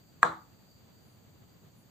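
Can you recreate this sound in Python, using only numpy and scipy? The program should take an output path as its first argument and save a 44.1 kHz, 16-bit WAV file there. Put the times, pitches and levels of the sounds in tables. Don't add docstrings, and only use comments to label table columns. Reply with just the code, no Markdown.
import sys
import numpy as np
from scipy import signal
from scipy.fft import rfft, irfft
from scipy.io import wavfile

SR = 44100
rng = np.random.default_rng(int(sys.argv[2]) if len(sys.argv) > 2 else 0)


def inscribe(sig):
    pcm = np.round(np.clip(np.atleast_2d(sig).T, -1, 1) * 32767)
    wavfile.write(sys.argv[1], SR, pcm.astype(np.int16))


def to_linear_factor(level_db):
    exponent = np.asarray(level_db, float) / 20
    return 10 ** exponent


N = 83790

KNOCK_S, CONTACT_S, EDGE_CONTACT_S = .22996, .00024, .00008
RIGHT_LEADS_S, BOARD_DB = .00005, .2
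# pitch_hz, level_db, t60_s, polarity, left_over_right_db
BOARD_MODES = [(320, -30, .02, 1, -10), (760, -17, .021, 1, 2.5), (987, -9.5, .015, 1, -4),
               (1089, -19, .053, 1, 6), (1279, -0.7, .011, -1, 0), (1621, -12.3, .045, -1, 0),
               (1929, -8.4, .0066, 1, 1.2), (2404, -26, .02, 1, -4)]
# pitch_hz, level_db, t60_s, polarity, left_over_right_db
BLADE_MODES = [(2950, -40, .008, -1, 4), (3300, -33, .010, 1, 8), (3600, -27, .010, -1, -6),
               (4130, -23, .012, 1, -1), (4470, -31, .012, -1, 0), (5000, -40, .010, 1, -3),
               (5550, -43, .010, -1, 3), (6000, -36, .012, 1, 2), (6580, -30, .014, -1, -2),
               (7080, -33, .018, 1, -1), (7560, -30, .022, -1, 0), (7850, -30, .028, 1, -5),
               (8250, -31, .018, -1, 6), (10250, -39, .012, 1, 0)]
SLICE_S, SLICE_DB, SLICE_BRIGHT_DB = .004, -39, -10
# pitch_hz, level_db, t60_s, polarity, left_over_right_db
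AIR_GAP_MODES = [(201, -32.5, .08, 1, -0.5), (490, -28.5, 0.12, 1, 1), (645, -35, 0.11, -1, -0.5)]
# pitch_hz, level_db, t60_s, polarity, left_over_right_db
TABLE_MODES = [(165, -41, .33, 1, 0), (393, -41, .22, -1, 4), (732, -43, .3, -1, 0), (768, -47, .5, -1, -3),
               (870, -43, .5, 1, 3), (947, -40, .4, -1, 0), (1136, -40, .4, 1, 0), (1228, -36, .3, -1, 0),
               (1362, -42, .3, 1, 0), (1588, -42, .24, -1, 0)]
# pitch_hz, level_db, t60_s, polarity, left_over_right_db
TABLE_TOP_MODES = [(326, -26, .26, 1, -2)]
AIR_GAP_SWELL_S, TABLE_SWELL_S, TABLE_TOP_SWELL_S = .0074, .02, .075
SETTLE_S, SETTLE_HZ, SETTLE_DB, SETTLE_RISE_S = .273, 1266, -30.5, .0038

# pitch_hz, t60_s
ROOM_DECAY = [(100, .5), (300, .34), (600, .30), (1300, .32), (2200, .36), (5000, 0.28), (8500, .26)]
# pitch_hz, level_db (per Hz)
ROOM_COLOUR = [(80, -16), (300, -11.5), (600, -6.5), (1200, 6), (1800, -10.5), (2700, -30), (3950, -18),
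               (5100, -32.5)]
# pitch_hz, level_db (per Hz)
ROOM_TOP = [(5100, -40), (6000, -31.5), (7100, -26), (7800, -27.5), (8550, -27.5)]
# pitch_hz, likeness (0-1)
ROOM_LIKENESS = [(150, 0.8), (400, 0.4), (1000, 0.06), (4000, 0.3), (8000, 0)]
ROOM_DB, ROOM_LUMPS_DB = -25.5, 2.8
ROOM_BUILD_S, ROOM_BUILD_HIGH_S = .007, .011

DIP_HZ, DIP_WIDTH_HZ, DIP_SHARE, MIC_TOP_HZ = 5150, 400, .6, 12200
ROUNDING_LEVEL = 1.15

# pitch_hz, level_db (per Hz)
RUMBLE_COLOUR = [(20, -34), (40, -20), (90, -3.5), (165, -3), (300, -13), (700, -18.5), (2100, -28.5),
                 (4300, -29.5)]
RUMBLE_DB, RUMBLE_PATCHY_DB = -61, 1.62
# pitch_hz, likeness (0-1)
LIKENESS = [(30, .25), (80, .55), (200, .53), (400, .16), (1300, .02), (5500, .03), (7000, .7), (9000, .97)]
# pitch_hz, level_db (per Hz)
AIR_COLOUR = [(4300, -5), (4780, -2), (4900, -16), (5500, -15), (6400, -7.5), (7300, -6), (7750, -10.5),
              (8520, -11)]
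AIR_DB = -74.5
WHISTLE_HZ, WHISTLE_WIDTH_HZ, WHISTLE_DB = 4640, 219.5, -78.5
# time_s, level_db
WHISTLE_SWELL = [(0, 6.5), (.3, 0), (.6, 3.5), (.8, 5), (1, 3), (1.2, 0), (1.4, -5), (1.9, -1)]
# pitch_hz, width_hz, level_db
THIN_LINES = [(4712, 25, -89.5), (6810, 60, -91.5), (7268, 20, -95)]
# peak_s, length_s, level_db, pulse_depth (exponent)
TRILLS = [
    (0.29, 0.038, -82, 0.398),
    (1.1, 0.07, -86, 4.6),
    (1.8, 0.035, -84, 5.1),
]
TRILL_HZ, TRILL_RATE_HZ, TRILL_WOBBLE_HZ, TRILL_IDLE_DB = 9940, 295, 25, -102
# pitch_hz, level_db (per Hz)
WEAK_BAND_COLOUR = [(8700, -5.5), (9000, -5.5), (9100, 0), (10300, -1), (11250, -2)]
WEAK_BAND_DB, WEAK_BAND_PATCHY_DB = -91.5, 3.5
DUCK_DB, DUCK_S = -33.5, .06
# pitch_hz, level_db (per Hz)
HISS_COLOUR = [(11600, -3.5), (12900, -3), (13100, 1.5), (15500, -1)]
HISS_DB = -76
HISS_JUMP_DB, HISS_JUMP_S, HISS_TAIL_DB, HISS_TAIL_S = 12, .006, 4, .07


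def rms_one(x):
    return x / np.sqrt(np.mean(x ** 2) + 1e-30)


def at_hz(points, hz):
    f, v = np.transpose(points)
    return np.interp(np.log(np.maximum(hz, 1)), np.log(f), v)


def drift(rate_hz):
    knots = rng.standard_normal(80)
    return np.interp(np.arange(N) / SR * rate_hz, np.arange(80), knots)


def bandpass(x, low_hz, high_hz):
    return signal.sosfilt(signal.butter(2, [low_hz, high_hz], "band", fs=SR, output="sos"), x)


def resonate_twice(x, hz, width_hz):
    b, a = signal.iirpeak(hz, hz / width_hz, fs=SR)
    return signal.lfilter(b, a, signal.lfilter(b, a, x))


def stereo_noise(colour, likeness=LIKENESS):
    hz = np.arange(N // 2 + 1) * SR / N
    inside = (hz >= colour[0][0]) * (hz <= colour[-1][0])
    gain = to_linear_factor(at_hz(colour, hz)) * inside
    alike = np.clip(at_hz(likeness, hz), 0, 1)
    mid, side = rfft(rng.standard_normal((2, N))) * gain
    mid = irfft(mid * np.sqrt(1 + alike), N)
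    side = irfft(side * np.sqrt(1 - alike), N)
    return np.array([mid + side, mid - side]) / np.sqrt(np.mean(mid ** 2))


def struck(modes, contact_s):
    since = np.arange(N) / SR - KNOCK_S + np.array([[0], [RIGHT_LEADS_S]])
    push = np.sin(np.pi * np.clip(since / contact_s, 0, 1)) ** 2 * 2 / (contact_s * SR)
    out = 0
    for hz, db, t60, polarity, pan_db in modes:
        r, w = to_linear_factor(-60 / (t60 * SR)), 2 * np.pi * hz / SR
        ring = signal.lfilter([0, np.sin(w)], [1, -2 * r * np.cos(w), r * r], push + 1e-18)
        sides = to_linear_factor(db + pan_db / 2 * np.array([[1], [-1]]))
        out = out + np.sign(polarity) * sides * ring
    return out


def knock():
    return to_linear_factor(BOARD_DB) * struck(BOARD_MODES, CONTACT_S) + struck(BLADE_MODES, EDGE_CONTACT_S)


def slice_crunch():
    t = np.arange(N) / SR - KNOCK_S
    white = rng.standard_normal((2, 2, N))
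    dull = bandpass(white[0], 600, 2200)
    bright = bandpass(white[1], 6200, 8400)
    crunch = rms_one(dull) + to_linear_factor(SLICE_BRIGHT_DB) * rms_one(bright)
    return to_linear_factor(SLICE_DB) * crunch * np.exp(-np.maximum(-t, 2 * t) / SLICE_S)


def table_thud():
    since = np.maximum(np.arange(N) / SR - KNOCK_S, 0)
    gap = struck(AIR_GAP_MODES, CONTACT_S) * (1 - np.exp(-(since / AIR_GAP_SWELL_S) ** 2))
    table = struck(TABLE_MODES, CONTACT_S) * (1 - np.exp(-since / TABLE_SWELL_S))
    top = struck(TABLE_TOP_MODES, CONTACT_S) * (1 - np.exp(-(since / TABLE_TOP_SWELL_S) ** 2))
    return gap + table + top


def settle():
    t = np.maximum(np.arange(N) / SR - SETTLE_S, 0)
    swell = t / SETTLE_RISE_S * np.exp(1 - t / SETTLE_RISE_S)
    return to_linear_factor(SETTLE_DB) * swell * np.sin(2 * np.pi * SETTLE_HZ * t)


def room():
    t = np.maximum(np.arange(N) / SR - KNOCK_S, 0)
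    noise = [stereo_noise(ROOM_COLOUR + ROOM_TOP[1:], ROOM_LIKENESS) for _ in range(2)]
    edges = 70 * 2 ** np.arange(0, 7.6, .5)
    out = 0
    for k, (low, high) in enumerate(zip(edges, edges[1:])):
        hz = np.sqrt(low * high)
        band = bandpass(noise[k % 2], low, high)
        build_s = ROOM_BUILD_S if hz < 2500 else ROOM_BUILD_HIGH_S
        build = 1 - np.exp(-(t / build_s) ** 2)
        decay_db = -60 * t / at_hz(ROOM_DECAY, hz)
        out = out + band * build * to_linear_factor(ROOM_LUMPS_DB * drift(40) + decay_db)
    return to_linear_factor(ROOM_DB) * out


def capsule(x):
    b, a = signal.iirnotch(DIP_HZ, DIP_HZ / DIP_WIDTH_HZ, fs=SR)
    x = x + DIP_SHARE * (signal.lfilter(b, a, x) - x)
    return signal.sosfilt(signal.cheby2(8, 40, MIC_TOP_HZ, fs=SR, output="sos"), x)


def whistle():
    shared, left, right = rng.standard_normal((3, N))
    tone = resonate_twice(0.2 * shared + np.array([left, right]), WHISTLE_HZ, WHISTLE_WIDTH_HZ)
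    swell_db = np.interp(np.arange(N) / SR, *np.transpose(WHISTLE_SWELL))
    return to_linear_factor(WHISTLE_DB + swell_db + 2.2 * drift(13)) * rms_one(tone)


def thin_lines():
    out = 0
    for hz, width_hz, db in THIN_LINES:
        out = out + to_linear_factor(db) * rms_one(resonate_twice(rng.standard_normal((2, N)), hz, width_hz))
    return out


def trills():
    t = np.arange(N) / SR
    beat = np.cos(2 * np.pi * TRILL_RATE_HZ * t) - .6
    level = to_linear_factor(TRILL_IDLE_DB) * np.exp(2.505 * beat)
    for peak_s, length_s, db, depth in TRILLS:
        level = level + to_linear_factor(db) * np.exp(depth * beat - ((t - peak_s) / length_s) ** 2)
    turns = np.cumsum(TRILL_HZ + TRILL_WOBBLE_HZ * drift(30)) / SR
    return level * np.sin(2 * np.pi * turns)


def weak_band():
    since = np.arange(N) / SR - KNOCK_S
    noise, edges = stereo_noise(WEAK_BAND_COLOUR), np.linspace(8600, 11400, 11)
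    out = 0
    for low, high in zip(edges, edges[1:]):
        out = out + to_linear_factor(WEAK_BAND_PATCHY_DB * drift(25)) * bandpass(noise, low, high)
    duck_db = DUCK_DB * np.exp(-((since - DUCK_S) / DUCK_S) ** 4)
    return to_linear_factor(WEAK_BAND_DB + duck_db) * out


def preamp_hiss():
    since = np.arange(N) / SR - KNOCK_S
    jump_db = HISS_JUMP_DB * np.exp(-((since - HISS_JUMP_S / 2) / HISS_JUMP_S) ** 2)
    tail_db = HISS_TAIL_DB * np.exp(-np.maximum(since, -8 * since) / HISS_TAIL_S)
    return to_linear_factor(HISS_DB + jump_db + tail_db) * stereo_noise(HISS_COLOUR)


def background():
    rumble = to_linear_factor(RUMBLE_DB + RUMBLE_PATCHY_DB * drift(28)) * stereo_noise(RUMBLE_COLOUR)
    air = to_linear_factor(AIR_DB) * stereo_noise(AIR_COLOUR)
    return rumble + air + whistle() + thin_lines() + trills() + weak_band() + preamp_hiss()


def scene():
    return capsule(knock() + slice_crunch() + table_thud() + settle() + room()) + background()


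def low_pass(x):
    return signal.sosfilt(signal.butter(12, 16790, fs=SR, output="sos"), x)


def record(dry):
    mix = dry / (1 + np.abs(dry / ROUNDING_LEVEL) ** 4) ** .25
    return low_pass(mix)


dry = scene()
out = record(dry)
inscribe(out)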